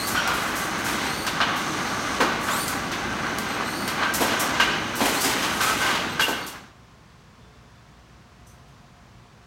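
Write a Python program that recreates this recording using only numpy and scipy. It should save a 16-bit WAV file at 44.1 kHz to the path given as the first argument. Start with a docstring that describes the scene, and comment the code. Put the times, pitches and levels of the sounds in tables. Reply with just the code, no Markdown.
"""A large factory hall, where a strapping machine works beside a roller conveyor.
Rollers rumble, rattle and sing, a timber bundle thuds, stops clack and the struck steel rings.
Air valves spit, the feed drive whirs, and the strap swishes, scrapes over the wood and snaps taut.
Near the end this fades into the quiet ventilation and hum of the hall at the control panel."""
import sys
import numpy as np
from scipy import signal
from scipy.fft import rfft, irfft
from scipy.io import wavfile

SR = 44100
rng = np.random.default_rng(int(sys.argv[2]) if len(sys.argv) > 2 else 0)


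def persist_wave(psi):
    """Save psi, clipped to +-1, as 16-bit WAV."""
    counts = np.round(np.clip(psi, -1, 1) * 32767).astype(np.int16)
    wavfile.write(sys.argv[1], SR, np.atleast_2d(counts).T)


N = 417186
T = np.arange(N) / SR

# steel stops and clamps: (time [s], level [dB], chatter decay [s], ring [dB], rebound [dB], exhaust [dB])
STOP_HITS = [(0.148, -20.5, 0.08, -8, -7, -31), (0.273, -12.5, 0.04, -22, -29, -38),
             (1.265, -17, 0.014, -7, -8, -22.5), (1.403, -8, 0.031, -11.5, -10, -34),
             (2.204, -9.5, 0.052, -10.5, -18, -22), (2.485, -14, 0.036, -15, -22, -42),
             (2.914, -22.5, 0.024, -14, -2.5, -28), (3.876, -20, 0.013, -5, -8, -28.5),
             (4.02, -15.5, 0.041, -9, -7.5, -42), (4.599, -6.5, 0.0074, -5.5, -10.5, -21),
             (5.243, -27, 0.023, -12, -3, -22), (5.425, -26, 0.02, -5, -3, -25),
             (5.604, -11, 0.018, -11, -12.5, -23), (6.195, -10.5, 0.02, -5.5, -10, -22.5)]


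def from_db(db):
    """Decibels to gain."""
    return 10 ** (np.asarray(db) / 20)


def rms_one(x):
    """Scale to rms one."""
    return x / np.sqrt(np.mean(x ** 2) + 1e-20)


def at_hz(points, hz):
    """Read a table on a log-frequency axis."""
    point_hz, values = np.transpose(points)
    return np.interp(np.log(np.maximum(hz, 1)), np.log(point_hz), values)


def noise():
    """White noise, rms one."""
    return rng.standard_normal(N)


def drift(rate_hz):
    """Smooth random wander, rms one, drawn at every tenth sample."""
    pole = np.exp(-20 * np.pi * rate_hz / SR)
    white = rng.standard_normal(N // 10 + SR // 2)
    slow = signal.lfilter([1], [1, -2 * pole, pole * pole], white)[SR // 2:]
    return np.interp(np.arange(N) / 10, np.arange(len(slow)), rms_one(slow))


def wavering(phase, blur_hz):
    """A tone smeared into a narrow band, rms one."""
    return drift(blur_hz) * np.cos(phase) + drift(blur_hz) * np.sin(phase)


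def grains(per_s, spread_db):
    """Random tiny contacts of uneven size, rms one."""
    contacts = (rng.random(N) < per_s / SR) * np.sign(noise())
    return rms_one(contacts * from_db(spread_db * np.clip(noise(), -2, 2)))


def colour(x, spectrum, size=8192):
    """Minimum-phase filter that keeps the power of white noise."""
    gains = from_db(at_hz(spectrum, np.arange(size // 2 + 1) * SR / size))
    cepstrum = irfft(np.log(gains))
    cepstrum[1:size // 2] *= 2
    cepstrum[size // 2 + 1:] = 0
    response = irfft(np.exp(rfft(cepstrum)))
    return signal.oaconvolve(x, response / np.linalg.norm(response))[:N]


def resonate(x, hz, width_hz):
    """One resonance that keeps the power of white noise."""
    radius = np.exp(-np.pi * width_hz / SR)
    forward = np.sqrt((1 - radius ** 2) / 2) * np.array([1, 0, -1])
    feedback = [1, -2 * radius * np.cos(2 * np.pi * hz / SR), radius ** 2]
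    return signal.lfilter(forward, feedback, x + 1e-18)


def body(x, modes):
    """Parallel resonances with alternating signs."""
    return sum((-1) ** k * from_db(db) * resonate(x, hz, width_hz)
               for k, (hz, width_hz, db) in enumerate(modes))


def gate(start_s, end_s, edge_s=0.0063):
    """One between two moments, with soft edges."""
    return np.clip((T - start_s) / edge_s, 0, 1) * np.clip((end_s - T) / edge_s + 1, 0, 1)


def impacts(rows):
    """One sharp push per row of (time [s], level [dB], ...)."""
    pushes = np.zeros(N)
    for s, db, *_ in rows:
        pushes[max(int(s * SR), 0)] = from_db(db)
    return pushes


def bursts(rows, rise_s):
    """Envelope of sudden onsets that die away; rows of (time [s], level [dB], decay [s])."""
    power, t = np.zeros(N + SR), T[:SR]
    onset = 1 - np.exp(-t / rise_s)
    for s, db, decay_s in rows:
        at = max(int(s * SR), 0)
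        power[at:at + SR] += (from_db(db) * onset * np.exp(-t / decay_s)) ** 2
    return np.sqrt(power[:N])


def strokes(rows, attack_s, release_s):
    """Envelope of motions that swell, hold and die away; rows of (start [s], end [s], level [dB])."""
    power, t = 0, T[::40]
    for start, end, db in rows:
        swell = np.clip((t - start) / attack_s, 0, 1)
        release = np.exp(-np.maximum(t - end, 0) / release_s)
        power += (from_db(db) * swell * release) ** 2
    return np.interp(T, t, np.sqrt(power))


def hall_at_panel():
    """Ventilation, mains hum and fan tones; far machines whine and a far nozzle releases air."""
    # ventilation spectrum: (frequency [Hz], density [dB])
    air_spectrum = [(15, -56), (25, -29), (43, -4.5), (123, 0), (242, -6.5), (270, -11.5), (451, -14.5),
                    (489, -14), (695, -16), (840, -15), (1040, -13), (2410, -21.5), (6050, -28),
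                    (12900, -45), (16000, -42)]
    # mains and fan tones: (frequency [Hz], level [dB])
    hum_tones = [(59.2, -62.5), (118.4, -62), (710.6, -71), (1066, -71)]
    # far machines: (start [s], end [s], frequency [Hz], level [dB])
    far_whines = [(7.3, 7.7, 440, -66), (7.35, 7.75, 3500, -71), (8.3, 9.46, 709, -68)]
    # far air releases: (time [s], level [dB])
    far_puffs = [(8.4662, -45.5), (8.6772, -58)]
    # far nozzle: (frequency [Hz], width [Hz], gain [dB])
    nozzle_modes = [(6100, 250, 4.5), (7900, 400, -1), (9200, 600, 1), (10860, 600, -9), (12800, 1200, -2),
                    (14800, 1200, -9)]
    air = from_db(-50.5) * colour(noise(), air_spectrum)
    hum = whines = 0
    for hz, db in hum_tones:
        amplitude = np.sqrt(2) * from_db(db + 1.9 * drift(0.7))
        hum += amplitude * np.sin(2 * np.pi * hz * T + 0.5 * drift(0.79))
    for start, end, hz, db in far_whines:
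        swell = strokes([(start, end, db)], attack_s=0.08, release_s=0.1)
        whines += swell * wavering(2 * np.pi * hz * T, blur_hz=12)
    puffs = noise() * bursts([(s, db - 15.5, 0.06) for s, db in far_puffs], rise_s=0.002)
    return air + hum + whines + body(puffs, nozzle_modes)


def hall_echo(x, build_s=0.027):
    """Diffuse tail of the hall; each band dies at its own rate."""
    # reverberation: (frequency [Hz], T60 [s])
    decay_times = [(100, 0.68), (1000, 0.71), (4000, 1.2), (8000, 0.13), (16000, 0.54)]
    t, tail, edges_hz = T[:SR], 0, np.geomspace(80, 16000, 9)
    for low, high in zip(edges_hz, edges_hz[1:]):
        bandpass = signal.butter(2, [low, high], "band", fs=SR, output="sos")
        band = signal.sosfilt(bandpass, rng.standard_normal(SR))
        t60_s = at_hz(decay_times, np.sqrt(low * high))
        tail += band * np.exp(-np.log(1000) * t / t60_s)
    tail *= 1 - np.exp(-t / build_s)
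    return signal.oaconvolve(x, tail / np.linalg.norm(tail))[:N]


def near_echoes(x, lowest_hz=2500):
    """Narrow beams and plates throw back only the treble, which ripples the spectrum."""
    # nearby steel: (delay [s], gain [dB])
    reflections = [(.0013, -36), (.0029, -17), (.0043, -15.5), (.0061, -22.5)]
    treble = signal.sosfilt(signal.butter(2, lowest_hz, "high", fs=SR, output="sos"), x)
    return x + sum(from_db(db) * np.pad(treble, (int(s * SR), 0))[:N] for s, db in reflections)


def conveyor():
    """The frame rumbles; loose rollers rattle and ring and bearings hiss, more under the moving bundle."""
    # bundle moves: (start [s], end [s], rattle [dB], bearing hiss [dB])
    rolls = [(0.55, 1.15, -55, -39.5), (1.563, 2.174, -38.5, -35.8), (4.184, 4.62, -30.5, -38),
             (4.971, 5.903, -45, -39)]
    # frame, roller and bearing spectra: (frequency [Hz], density [dB])
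    rumble_spectrum = [(25, -19), (45, -15.5), (60, -2.5), (75, -10.5), (95, -4), (125, -5.5), (170, -2),
                       (220, -0.5), (310, -1), (420, -7.5), (700, -11.5), (1500, -41)]
    roller_spectrum = [(300, -16.5), (600, -4.5), (820, -0.5), (1250, 1.5), (1650, -1), (1850, -8.5),
                       (2300, -5), (3200, -14), (4500, -17), (9000, -41.5)]
    bearing_spectrum = [(1500, -13.5), (3000, 2.5), (4300, 4), (5000, 0), (6300, 5.5), (7200, -5),
                        (9000, -5.5), (10300, -15), (12000, -14), (16000, -35)]
    # roller tubes: (frequency [Hz], width [Hz], gain [dB])
    tube_modes = [(795, 15, -6), (1144, 30, -2.5), (1538, 320, 0), (2042, 50, -2.5), (2970, 31, -9.5),
                  (5780, 60, -22), (6270, 150, -25)]
    shaken = strokes([(start, end, db) for start, end, db, _ in rolls], attack_s=0.033, release_s=0.086)
    spun = strokes([(start, end, db) for start, end, _, db in rolls], attack_s=0.027, release_s=0.056)
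    # steady running and load add in power
    jostle = np.hypot(from_db(-29.5), shaken) * from_db(1.2 * drift(6.5))
    spin = np.hypot(from_db(-39.5), spun)
    rumble = from_db(-33) * colour(noise(), rumble_spectrum)
    rattle = from_db(-1.55) * colour(jostle * grains(per_s=2500, spread_db=0), roller_spectrum)
    tubes = from_db(-9.5) * body(jostle * grains(per_s=900, spread_db=-0.5), tube_modes)
    hiss = from_db(-2) * colour(spin * grains(per_s=12000, spread_db=5), bearing_spectrum)
    return rumble + rattle + tubes + hiss


def dry_rollers():
    """Dry rollers sing under load, each in its tube's note."""
    # roller notes: (start [s], end [s], pitch [Hz], level [dB])
    notes = [(0.53, 0.85, 1550, -38), (1.411, 1.578, 1145, -32.5), (1.63, 2.65, 1145, -39),
             (2.952, 3.55, 1560, -40), (3.98, 4.1, 1560, -31), (4.242, 4.72, 1555, -36),
             (5.604, 5.7, 1550, -38), (5.802, 5.87, 1555, -25.5), (6.17, 6.24, 1555, -30)]
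    note_hz = np.zeros(N)
    for start, _, hz, _ in notes:
        note_hz[int(start * SR):] = hz
    level = strokes([(start, end, db) for start, end, _, db in notes], attack_s=0.03, release_s=0.092)
    return level * wavering(2 * np.pi * np.cumsum(note_hz) / SR, blur_hz=38)


def struck_steel_rings():
    """Struck steel rings briefly after the blows, each tone at one unsteady pitch."""
    # ringing steel parts: (start [s], end [s], pitch [Hz], level [dB])
    rings = [(0.162, 0.204, 1453, -26), (0.163, 0.207, 3070, -34), (0.148, .3, 5640, -45),
             (0.25, 0.355, 1404, -31), (1.407, 1.45, 1168, -30), (1.414, 1.444, 2990, -29),
             (4.599, 4.635, 2825, -25), (4.6, 4.66, 4660, -47), (4.61, 4.853, 3010, -40),
             (5.618, 5.732, 1300, -31), (6.206, 6.228, 3280, -27), (6.218, 6.259, 2815, -24.5)]
    wobble_rad, tremble = drift(70), from_db(2.5 * drift(90))
    tones = sum(from_db(db) * gate(start, end) * np.sin(2 * np.pi * hz * T + wobble_rad)
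                for start, end, hz, db in rings)
    return from_db(3.5) * tones * tremble


def timber_bundle(push_db=17):
    """The bundle lands with one push, then its boards knock against the rollers and each other."""
    # landings: (time [s], level [dB], decay [s])
    thuds = [(2.201, -16, 0.065), (4.206, -14, 0.046), (4.411, -24.5, 0.089), (5.006, -12, 0.048),
             (5.245, -22.5, 0.072), (6.282, -17.5, 0.036)]
    # timber spectrum: (frequency [Hz], density [dB])
    timber_spectrum = [(90, -20.5), (170, -10), (250, 9.5), (400, 3.5), (600, 3.5), (950, 1.5),
                       (1400, -13.5), (3000, -15), (8000, -34)]
    knocks = noise() * bursts(thuds, rise_s=0.00043) + from_db(push_db) * impacts(thuds)
    return from_db(-4) * colour(knocks, timber_spectrum)


def steel_stops(rebound_delay_s=0.0096, rebound_decay_s=0.027, push_db=12):
    """A stop slams home and rings the frame, then chatters and rebounds more brightly."""
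    # slam and rebound spectra: (frequency [Hz], density [dB])
    slam_spectrum = [(300, -18), (700, -3), (1100, 4), (1550, 0.5), (1900, -8), (3000, -15), (4500, -15.5),
                     (7000, -29.5), (16000, -59)]
    rebound_spectrum = [(500, -5), (1100, 6.5), (2000, 5), (3100, 4.5), (4300, -2.5), (6500, -17),
                        (16000, -42)]
    # machine frame: (frequency [Hz], gain [dB], T60 [s])
    frame_modes = [(1132, -8, 0.25), (1380, -14, 0.03), (1528, -1.5, 0.18), (1606, 2, 0.051),
                   (2144, -8.5, 0.22), (2403, -10, 0.13), (2790, -12, 0.12), (3000, -7, 0.09),
                   (3097, -12, 0.22), (3220, -13, 0.15), (3800, -23, 0.22), (4150, -19, 0.18),
                   (6050, -24, 0.31)]
    chatter = noise() * bursts([row[:3] for row in STOP_HITS], rise_s=0.00018)
    slam = from_db(-8.5) * (chatter + from_db(push_db) * impacts(STOP_HITS))
    bounces = [(s + rebound_delay_s, db + rebound_db, rebound_decay_s)
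               for s, db, _, _, rebound_db, _ in STOP_HITS]
    rebound = noise() * bursts(bounces, rise_s=0.0013)
    blows = impacts([(s, db + ring_db) for s, db, _, ring_db, *_ in STOP_HITS])
    modes = [(hz, np.log(1000) / (np.pi * t60_s), db) for hz, db, t60_s in frame_modes]
    ring = from_db(19.5) * body(blows, modes)
    return colour(slam, slam_spectrum) + colour(rebound, rebound_spectrum) + ring


def air_valves(jet_decay_s=0.036, snap_decay_s=0.0024, exhaust_decay_s=0.038):
    """Valves snap open and dump bright jets that die with the pressure; stop cylinders vent duller ones."""
    # valve openings: (time [s], level [dB])
    puffs = [(0.0707, -18.5), (0.2753, -27), (0.3334, -26), (0.5551, -24), (0.7796, -31), (0.8454, -24),
             (1.5589, -28), (2.679, -22), (3.3837, -28.5), (3.8776, -27.5), (4.138, -15), (4.2073, -18.5),
             (4.395, -16), (4.9536, -22.5), (5.0544, -23), (5.2071, -17), (5.6131, -21), (6.209, -19.5),
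             (6.2827, -24.5), (6.4644, -23)]
    # bright and dull hiss spectra: (frequency [Hz], density [dB])
    bright_spectrum = [(3000, -30), (5500, 2), (7000, 1.5), (9000, 1.5), (10300, -2), (12000, 1.5),
                       (16000, -7)]
    dull_spectrum = [(1200, -8), (2500, -4), (4200, 0.5), (6200, -3), (8000, -9.5), (16000, -25)]
    jets = bursts([(s, db, jet_decay_s) for s, db in puffs], rise_s=0.006)
    snaps = bursts([(s, db + 1.5, snap_decay_s) for s, db in puffs], rise_s=0.0005)
    exhausts = bursts([(s, db, exhaust_decay_s) for s, *_, db in STOP_HITS], rise_s=0.0021)
    bright = noise() * np.sqrt(jets ** 2 + snaps ** 2 + (from_db(-9) * exhausts) ** 2)
    dull = noise() * np.hypot(exhausts, from_db(-7.5) * jets)
    return from_db(-6.5) * colour(bright, bright_spectrum) + from_db(-4.5) * colour(dull, dull_spectrum)


def drive_whine(hz, blur_hz, overtone_gain=1):
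    """Harmonics of the drive; the higher ones are more smeared."""
    # drive harmonics: (multiple, level [dB])
    harmonics = [(1, 2.5), (2, -0.5), (3, -5)]
    phase = 2 * np.pi * np.cumsum(hz) / SR
    first, *upper = [from_db(db) * wavering(k * phase, blur_hz * k) for k, db in harmonics]
    return first + overtone_gain * sum(upper)


def feed_drive(hold_overhang_s=0.0178):
    """The feed wheel's pitch arches up to top speed and sags past it; holding, it sings on one pitch."""
    # feed runs: (start [s], top speed [s], end [s], start [Hz], top [Hz], level [dB], overtones [dB])
    runs = [(-0.03, 0.089, 0.048, 3750, 4580, -37, -3), (1.017, 1.228, 1.28, 3890, 4530, -44.5, -0.5),
            (2.49, 2.698, 2.63, 3130, 4790, -40.5, 5), (3.64, 3.809, 3.9, 3900, 4520, -45, -1),
            (5.134, 5.358, 5.27, 3580, 5420, -40, -9)]
    # drive holding still: (start [s], end [s], pitch [Hz], level [dB])
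    holds = [(3.48, 3.565, 4100, -48), (6.09, 6.141, 4070, -48), (6.374, 6.465, 4480, -51)]
    run_hz, overtone_gain = np.zeros((2, N))
    for start, top, _, start_hz, top_hz, _, overtones_db in runs:
        at = max(int(start * SR), 0)
        sag = np.minimum(((T[at:] - top) / (top - start)) ** 2, 1)
        run_hz[at:] = top_hz - (top_hz - start_hz) * sag
        overtone_gain[at:] = from_db(overtones_db)
    run_hz *= 1 + 0.00723 * drift(41)
    spans = [(start, end, db) for start, _, end, _, _, db, _ in runs]
    running = strokes(spans, attack_s=0.023, release_s=0.034)
    whir = running * drive_whine(run_hz, blur_hz=145, overtone_gain=overtone_gain)
    hold_points = [(s, hz) for start, end, hz, _ in holds for s in (start, end + hold_overhang_s)]
    hold_hz = np.interp(T, *np.transpose(hold_points))
    holding = sum(from_db(db) * gate(start, end) for start, end, _, db in holds)
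    return whir + holding * drive_whine(hold_hz, blur_hz=55)


def strap(snap_decay_s=0.0028):
    """The strap swishes round the arch, scrapes over the timber in dense tiny slips and snaps taut."""
    # passes round the arch and over the timber: (start [s], end [s], level [dB])
    swishes = [(-0.05, 0.12, -37), (0.33, 0.5, -40.5), (0.54, 0.64, -38.5), (0.83, 0.93, -35.5),
               (0.97, 1.25, -46), (1.57, 2.15, -49.5), (2.39, 2.5, -38.5), (2.48, 2.66, -36.5),
               (3.64, 3.85, -46), (4.19, 4.29, -39.5), (4.97, 5.18, -31), (5.19, 5.29, -28.5),
               (5.35, 5.58, -38), (5.6, 5.69, -30), (5.75, 5.92, -36)]
    scrapes = [(0.13, 0.39, -28.5), (0.85, 1.08, -29), (2.45, 2.56, -32), (3.38, 3.52, -33.5),
               (4.19, 4.33, -26), (4.52, 4.7, -28.5), (4.98, 5.09, -23), (5.22, 5.45, -25.5),
               (5.61, 5.71, -23.5), (5.8, 5.93, -21.5)]
    # strap pulled taut: (time [s], level [dB])
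    snaps = [(0.2755, -10), (1.267, -12), (2.6804, -9), (3.3846, -10), (3.8775, -12), (5.4261, -27)]
    # strap spectra: (frequency [Hz], density [dB])
    swish_spectrum = [(1500, -20), (3500, -6), (5500, 1.5), (7000, 4), (9000, 3.5), (10300, 0),
                      (12000, 0.5), (16000, -6.5)]
    scrape_spectrum = [(150, -23), (300, -4), (600, -5.5), (1000, 1.5), (1500, -3), (1850, -2.5),
                       (3000, -4.5), (4300, -9), (7000, -18), (12000, -42)]
    snap_spectrum = [(1500, -1), (3500, 3), (6000, 2), (9000, 1), (12000, -4), (16000, -1)]
    flutter = from_db(1.2 * drift(35))
    arch_slips = flutter * grains(per_s=14000, spread_db=7)
    timber_slips = flutter * grains(per_s=9000, spread_db=3)
    swish = from_db(-1) * strokes(swishes, attack_s=0.041, release_s=0.072) * arch_slips
    scrape = from_db(-3) * strokes(scrapes, attack_s=0.03, release_s=0.073) * timber_slips
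    snap = from_db(-9.5) * noise() * bursts([(s, db, snap_decay_s) for s, db in snaps], rise_s=0.00036)
    return colour(swish, swish_spectrum) + colour(scrape, scrape_spectrum) + colour(snap, snap_spectrum)


def scene(fade_start_s=5.926, fade_end_s=6.754):
    """The working line in its hall, fading into the quiet at the panel."""
    line_fade = np.clip((fade_end_s - T) / (fade_end_s - fade_start_s), 0, 1)
    machine_fade = np.clip(line_fade / 0.47, 0, 1)   # machine and echoes fade late
    work = steel_stops() + timber_bundle() + air_valves() + feed_drive() + strap()
    tones = struck_steel_rings() + dry_rollers()
    machine = work + tones + hall_echo(from_db(-7.5) * work + from_db(-15) * tones)
    line = from_db(-0.5) * near_echoes(line_fade * conveyor() + machine_fade * machine)
    return (line + (1 - line_fade) * hall_at_panel())[None]


def record(dry, low_cut_hz=34, high_cut_hz=15900):
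    """The microphone sheds the deepest bass; the top is cut steeply."""
    thinned = signal.sosfilt(signal.butter(4, low_cut_hz, "high", fs=SR, output="sos"), dry)
    return signal.sosfilt(signal.ellip(12, 0.1, 80, high_cut_hz, fs=SR, output="sos"), thinned)


dry = scene()
out = record(dry)
persist_wave(out)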